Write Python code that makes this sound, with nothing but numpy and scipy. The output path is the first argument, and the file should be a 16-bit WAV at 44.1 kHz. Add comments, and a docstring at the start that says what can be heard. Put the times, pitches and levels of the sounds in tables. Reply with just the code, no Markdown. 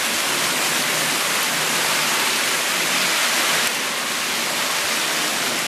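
"""Heavy rain on a paved street: a noise wash under patter, splats, ringing plips and heavy smacks.
Cars pass in hissing patchy noise with spatter, bubbles and mist, over a low roar and rolling rush.
Wavering sines make engine drones; narrow noise bands make singing treads.
Close drops are short decaying rings; low bumps are swelling and dying sines.
Sharp treble peaks can trip the recorder's gain control, which then creeps back up."""
import sys
import numpy as np
from scipy import signal
from scipy.fft import rfft, irfft
from scipy.io import wavfile
from scipy.ndimage import uniform_filter1d

SR = 44100
rng = np.random.default_rng(int(sys.argv[2]) if len(sys.argv) > 2 else 0)


def wrap_up_sound(samples):
    """Save the sound to the file named by the first command line argument, as 16-bit audio."""
    columns = np.atleast_2d(samples).T
    # keep every value between -1 and 1, then stretch to whole-number steps
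    tamed = np.clip(columns, -1, 1)
    steps = np.round(tamed * 32767).astype(np.int16)
    wavfile.write(sys.argv[1], SR, steps)


N = 250929
TIME_S = np.arange(N) / SR

# rain strength: time_s, level_db
RAIN_LEVEL = [(0, -23.5), (0.7, -23), (1.05, -23.5), (1.4, -23), (1.5, -24), (1.8, -23), (2.33, -23.5),
              (2.75, -24.5), (3.0, -24), (3.65, -23), (3.97, -27), (4.75, -25.5), (5.2, -25.5),
              (5.65, -26.5)]
# rain spectrum: freq_hz, gain_db
RAIN_COLOUR = [(30, -54), (100, -30), (300, -7.5), (1000, 1.5), (2500, 1), (5000, -2), (8000, -2.5),
               (10000, -3.5), (12000, -6), (14000, -11), (15000, -30)]
# heavy drops smacking the paving, spectrum: freq_hz, gain_db
SMACK_COLOUR = [(200, -32), (700, -10), (1500, -0.5), (3000, 2), (6000, -3.5), (12000, -12)]
# passing cars: nearest_s, spray_db, mist_db, distance_m
CARS = [(0.6, -30, -39, 4.4), (1.96, -25.5, -50, 2.1), (2.33, -29, -34, 1.3), (3.14, -26, -34, 1.6),
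        (3.53, -25, -33.5, 3.8), (4.97, -27.5, -33.5, 2.4), (5.55, -44, -33, 2.7)]
# tyre spray spectrum: freq_hz, gain_db
SPRAY_COLOUR = [(30, -64), (300, -25), (600, -0.5), (780, -3.5), (1100, -1.5), (2100, 3.5), (3000, 1),
                (4500, -2.5), (7000, -7), (15000, -27)]
# fine mist spectrum: freq_hz, gain_db
MIST_COLOUR = [(300, -45), (2000, -12), (3500, 4), (5500, 2), (8000, 0), (15000, -20)]
# low roar of engines: time_s, level_db
ROAR_LEVEL = [(0, -34.5), (0.3, -31), (0.45, -30.5), (1.0, -31), (1.3, -33), (1.5, -31.5), (2.75, -32),
              (3.0, -31.5), (3.2, -36), (3.4, -31.5), (3.8, -32), (4.6, -34), (4.78, -37), (4.9, -33.5),
              (5.65, -31.5)]
# engine roar spectrum: freq_hz, gain_db
ROAR_COLOUR = [(30, -45), (60, -32), (90, -24), (125, -11.5), (160, -3.5), (190, -4.5), (245, 1.3),
               (290, -3.5), (370, -1), (450, -7), (580, -2.5), (800, -11.5), (3000, -14.5), (15000, -64)]
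# hollow rush of wheels: time_s, level_db
ROLL_LEVEL = [(0, -37), (0.8, -34), (1.3, -32.5), (2.0, -36), (2.7, -38.5), (3.55, -32), (3.8, -33),
              (4.35, -43), (4.5, -34), (5.0, -33.5), (5.65, -37)]
# rolling wheels spectrum: freq_hz, gain_db
ROLL_COLOUR = [(100, -48), (350, -10), (480, -1), (590, 0.5), (800, -1), (1100, 0.5), (1800, -9),
               (8000, -34)]
# soft low bumps: start_s, peak_db, pitch_hz
BUMPS = [(.14, -44, 100), (.45, -42, 95), (.66, -49, 85), (1.37, -31, 220), (1.84, -50, 85), (3.0, -53, 90),
         (3.665, -43, 90), (4.095, -53, 85), (4.185, -45, 88), (4.305, -47.5, 90), (4.84, -41, 90),
         (5.0, -55, 90)]
# drops beside the microphone: start_s, level_db, pitch_hz
CLOSE_DROPS = [(0.1625, -12, 4400), (0.8238, -6, 4560), (1.1235, -6, 4300), (1.4307, -4.5, 12000),
               (2.3055, -10, 4200), (2.6775, -13, 7800), (2.9115, -11, 7600), (3.0157, -5, 4400),
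               (3.5322, -12, 5860), (3.6735, -1, 8550), (3.748, -6, 6600), (4.356, -16, 7400),
               (5.2795, -8, 5300), (5.5914, -7, 7500)]
# rings of a close drop: pitch_ratio, level_db, decay_s
DROP_MODES = [(0.5, -14, 0.0004), (0.72, -12, 0.0005), (1, -6.5, 0.0008), (1.52, -8, 0.0004)]
# close-drop splatter spectrum: freq_hz, gain_db
SPLATTER_COLOUR = [(100, -30), (2000, -19), (4500, 11), (8500, -20), (11000, 5), (15000, -12)]
# engine drones: start_s, end_s, pitch_hz, level_db
DRONES = [(.65, 1.205, 154.6, -41), (1.45, 2.11, 155, -42), (2.194, 2.48, 371.6, -40),
          (2.65, 3.15, 180, -43.5), (3.796, 4.557, 238, -45.5), (4.893, 5.398, 312, -39),
          (5.25, 5.68, 143, -48), (5.303, 5.686, 235, -46)]
# treads singing on the wet road: start_s, end_s, pitch_hz, level_db
TREADS = [(1.648, 2.448, 892, -35.5), (1.85, 2.41, 1124, -39), (2.899, 3.396, 1415, -36),
          (3.378, 3.65, 1113, -35), (3.698, 4.4, 1080, -38), (4.346, 4.896, 583, -39.5),
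          (4.845, 5.65, 703, -40.5)]

CAR_SPEED_M_PER_S, FAR_SPRAY_DB = 8.3, -29
FLURRY_DB, FLURRY_TOP_HZ = 0.25, 23.86
DRONE_WANDER_RATIO = 0.027  # rms, as a share of the pitch
BAND_LIMIT_HZ, STOP_S = 15000, 5.669


def amp(db):
    """Decibels to gain."""
    return 10 ** (np.asarray(db) / 20)


def unit(x):
    """Scale to an rms of 1."""
    return x / np.sqrt(np.mean(x ** 2) + 1e-20)


def level(curve):
    """Gain per sample, interpolated in dB from a (time_s, level_db) curve."""
    return amp(np.interp(TIME_S, *np.transpose(curve)))


def tint(x, colour):
    """Filter by a (freq_hz, gain_db) spectrum, interpolated over log frequency."""
    freq_hz, gain_db = np.transpose(colour)
    bins_hz = np.fft.rfftfreq(len(x), 1 / SR)
    gain = amp(np.interp(np.log(bins_hz + 1), np.log(freq_hz), gain_db))
    return irfft(rfft(x) * gain, len(x))


def add(mix, start_s, sound):
    """Mix a sound in place, cut at the end of the mix."""
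    part = mix[max(round(start_s * SR), 0):][:len(sound)]
    part += sound[:len(part)]


def waver(depth_db, top_hz, count=30):
    """Random gain of rms depth_db: sines from top_hz / 4 to top_hz in random phase."""
    rates_hz = np.geomspace(top_hz / 4, top_hz, count)
    phases = rng.random(count)
    coarse_s = TIME_S[::128]
    swing = np.zeros(len(coarse_s))
    for rate_hz, phase in zip(rates_hz, phases):
        swing += np.sin(2 * np.pi * (rate_hz * coarse_s + phase)) / np.sqrt(rate_hz)
    return amp(depth_db * np.interp(TIME_S, coarse_s, unit(swing)))


def patchy_noise(patch_db, size):
    """Noise whose level wanders by patch_db rms in patches of size (frames, bins)."""
    real, imag, patches = rng.standard_normal((3, N // 256 + 5, 513))
    patches = uniform_filter1d(patches, size[0], axis=0)
    patches = unit(uniform_filter1d(patches, size[1], axis=1))
    spectra = (real + 1j * imag) * amp(patch_db * patches)
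    return signal.istft(spectra.T, nperseg=1024, noverlap=768)[1][:N]


def splashes(per_s, spread_db, low_hz, high_hz, cycles, count=32):
    """Random drops, each a sine burst at one of count pitches, decaying by 1/e in `cycles` cycles."""
    t_s, out = np.arange(1024) / SR, np.zeros(N)
    sizes = amp(spread_db * np.minimum(rng.exponential(1, N), 4))
    landed = rng.random(N) < per_s / SR
    hits = sizes * rng.choice([-1, 1], N) * landed
    pitch_index = rng.integers(0, count, N)
    for k, pitch_hz in enumerate(np.linspace(low_hz, high_hz, count)):
        burst = np.exp(-t_s * pitch_hz / cycles) * np.sin(2 * np.pi * pitch_hz * t_s)
        out += signal.oaconvolve(hits * (pitch_index == k), unit(burst))[:N]
    return unit(out)


def street(x, wet_db, t60_s):
    """House fronts scatter the drops: a diffuse noise tail follows the dry power."""
    decay = amp(-60 * np.arange(SR // 2) / SR / t60_s) ** 2
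    power = abs(signal.oaconvolve(x ** 2, decay / decay.sum())[:N])
    return x + amp(wet_db) * np.sqrt(power) * rng.standard_normal(N)


def rain():
    """Far drops merge into a wash; nearer ones patter and splat on paving and plip in puddles."""
    wash = unit(patchy_noise(patch_db=1.5, size=(5, 16)))
    patter = splashes(per_s=2400, spread_db=0.5, low_hz=1140, high_hz=12000, cycles=1.6)
    plips = splashes(per_s=300, spread_db=3.0, low_hz=1182, high_hz=7750, cycles=18.0)
    splats = splashes(per_s=260, spread_db=0.0, low_hz=670, high_hz=3220, cycles=0.59, count=10)
    drops = amp(-8.5) * patter + amp(-13.5) * splats + amp(-17.5) * plips
    near = street(drops, wet_db=-1.5, t60_s=0.064)
    gain = level(RAIN_LEVEL) * waver(depth_db=0.33, top_hz=10)
    return gain * unit(tint(wash + near, RAIN_COLOUR))


def smacks(per_s=40, ring_s=0.0064, crack_db=-2, crack_s=0.0009, smack_db=-11):
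    """Heavy drops of equal size crack on the paving; each splash is noise that dies away."""
    t_s = np.arange(2048) / SR
    hits = (rng.random(N) < per_s / SR).astype(float)
    shape = np.exp(-t_s / ring_s) + amp(crack_db) * np.exp(-t_s / crack_s)
    power = abs(signal.oaconvolve(hits, shape ** 2)[:N])
    bursts = np.sqrt(power) * rng.standard_normal(N)
    return amp(smack_db) * level(RAIN_LEVEL) * unit(tint(bursts, SMACK_COLOUR))


def passing():
    """Spray and mist gains: each car falls off as one over distance; far spray adds a floor."""
    spray_power, mist_power = amp(FAR_SPRAY_DB) ** 2, 0
    for nearest_s, spray_db, mist_db, distance_m in CARS:
        along_m = CAR_SPEED_M_PER_S * (TIME_S - nearest_s)
        nearness = 1 / (1 + (along_m / distance_m) ** 2)
        spray_power = spray_power + amp(spray_db) ** 2 * nearness
        mist_power = mist_power + amp(mist_db) ** 2 * nearness
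    return np.sqrt(spray_power), np.sqrt(mist_power)


def tyres():
    """Treads squeeze water off the road in a hiss; drops spatter and bubble, mist adds treble."""
    hiss = unit(patchy_noise(patch_db=1.65, size=(18, 3)))
    spatter = splashes(per_s=700, spread_db=1.0, low_hz=930, high_hz=4590, cycles=2.05)
    bubbles = splashes(per_s=170, spread_db=1.0, low_hz=871, high_hz=3099, cycles=130, count=24)
    mist = splashes(per_s=2800, spread_db=3.0, low_hz=3080, high_hz=8000, cycles=3.4, count=12)
    water = hiss + amp(-11) * spatter + amp(-12) * bubbles
    spray_gain, mist_gain = passing()
    spray = spray_gain * unit(tint(water, SPRAY_COLOUR))
    return spray + mist_gain * unit(tint(mist, MIST_COLOUR))


def traffic():
    """Dull roar of engines and, above it, the hollow rush of rolling wheels: two patchy noises."""
    roar = tint(patchy_noise(patch_db=2.04, size=(14, 2)), ROAR_COLOUR)
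    rush = tint(patchy_noise(patch_db=2.7, size=(16, 2)), ROLL_COLOUR)
    return level(ROAR_LEVEL) * unit(roar) + level(ROLL_LEVEL) * unit(rush)


def bumps(rise_s=0.0081):
    """Dull thuds: low sines that swell for rise_s, then die away."""
    t_s, out = np.arange(SR // 5) / SR, np.zeros(N)
    envelope = t_s / rise_s * np.exp(1 - t_s / rise_s)
    for start_s, peak_db, pitch_hz in BUMPS:
        add(out, start_s, amp(peak_db) * envelope * np.sin(2 * np.pi * pitch_hz * t_s))
    return out


def close_drops(splatter_db=-23, splatter_rise_s=0.0024):
    """A sharp slap of very short rings, then a little noise splatter."""
    t_s, out = np.arange(1024) / SR, np.zeros(N)
    envelope = t_s / splatter_rise_s * np.exp(1 - t_s / splatter_rise_s)
    for start_s, level_db, pitch_hz in CLOSE_DROPS:
        slap = np.zeros(len(t_s))
        for k, (ratio, ring_db, decay_s) in enumerate(DROP_MODES):
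            ring = np.exp(-t_s / decay_s) * np.sin(2 * np.pi * pitch_hz * ratio * t_s)
            slap += (-1) ** k * amp(ring_db) * ring  # alternate polarity
        noise = unit(tint(rng.standard_normal(len(t_s)), SPLATTER_COLOUR))
        splatter = amp(splatter_db) * noise * envelope
        add(out, start_s, amp(level_db) * (slap + splatter))
    return out


def drones(sag_per_s=0.042, flutter_db=2.0):
    """Engine tones of wandering pitch and level that swell, sag in pitch and fade as cars go by."""
    out = np.zeros(N)
    for start_s, end_s, pitch_hz, level_db in DRONES:
        t_s = np.arange(0, end_s - start_s, 1 / SR)
        slow_noise = uniform_filter1d(rng.standard_normal((2, 2 * SR)), size=700)
        wander, flutter = slow_noise[:, :len(t_s)]
        sag = sag_per_s * (t_s - t_s.mean())
        moving_hz = pitch_hz * (1 - sag + DRONE_WANDER_RATIO * unit(wander))
        tone = amp(flutter_db * unit(flutter)) * np.sin(2 * np.pi * np.cumsum(moving_hz) / SR)
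        add(out, start_s, amp(level_db) * unit(tone) * signal.windows.tukey(len(tone), 0.6))
    return out


def treads(width_hz=45, sag_per_s=0.0405):
    """Tread blocks beat on the road: a breathy noise band swells, sinks in pitch and fades."""
    out = np.zeros(N)
    smooth = signal.butter(2, width_hz / 2, fs=SR, output="sos")
    for start_s, end_s, pitch_hz, level_db in TREADS:
        t_s = np.arange(0, end_s - start_s, 1 / SR)
        real, imag = signal.sosfilt(smooth, rng.standard_normal((2, 2 * SR)))[:, :len(t_s)]
        moving_hz = pitch_hz * (1 - sag_per_s * (t_s - t_s.mean()))
        phase = 2 * np.pi * np.cumsum(moving_hz) / SR
        song = unit(real * np.cos(phase) + imag * np.sin(phase))
        add(out, start_s, amp(level_db) * song * signal.windows.tukey(len(t_s), 0.6))
    return out


def scene():
    """Sum of all sources, the same in both channels; the water comes in quick, uneven flurries."""
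    water = waver(FLURRY_DB, FLURRY_TOP_HZ) * (rain() + smacks() + tyres())
    mono = water + traffic() + bumps() + close_drops() + drones() + treads()
    return np.array([mono, mono])


def gain_control(x, depth_db=3.5, recover_db_per_s=6.0):
    """A sharp treble peak cuts the gain within a few milliseconds; it recovers slowly."""
    band = signal.butter(2, [7000, 10500], "band", fs=SR, output="sos")
    treble = signal.sosfilt(band, x.mean(axis=0))
    peaks = np.sqrt(abs(uniform_filter1d(treble ** 2, size=22)))
    tripped = np.clip((peaks - 0.165) / 0.02, 0, 1)
    recovery_db = recover_db_per_s * TIME_S
    # running maximum holds the deepest cut while it recovers
    cut_db = np.maximum.accumulate(depth_db * tripped + recovery_db) - recovery_db
    attack = np.ones(SR // 250) / (SR // 250)  # 4 ms average
    return x * amp(-signal.oaconvolve(cut_db, attack)[:N])


def record(dry):
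    """Gain control, a 4 ms closing fade, then the band limit."""
    fade = np.clip((STOP_S - TIME_S) / 0.004, 0, 1)
    lowpass = signal.firwin(401, BAND_LIMIT_HZ, window=("kaiser", 9), fs=SR)
    return signal.oaconvolve(gain_control(dry) * fade, lowpass[None], "same")


dry = scene()
out = record(dry)
wrap_up_sound(out)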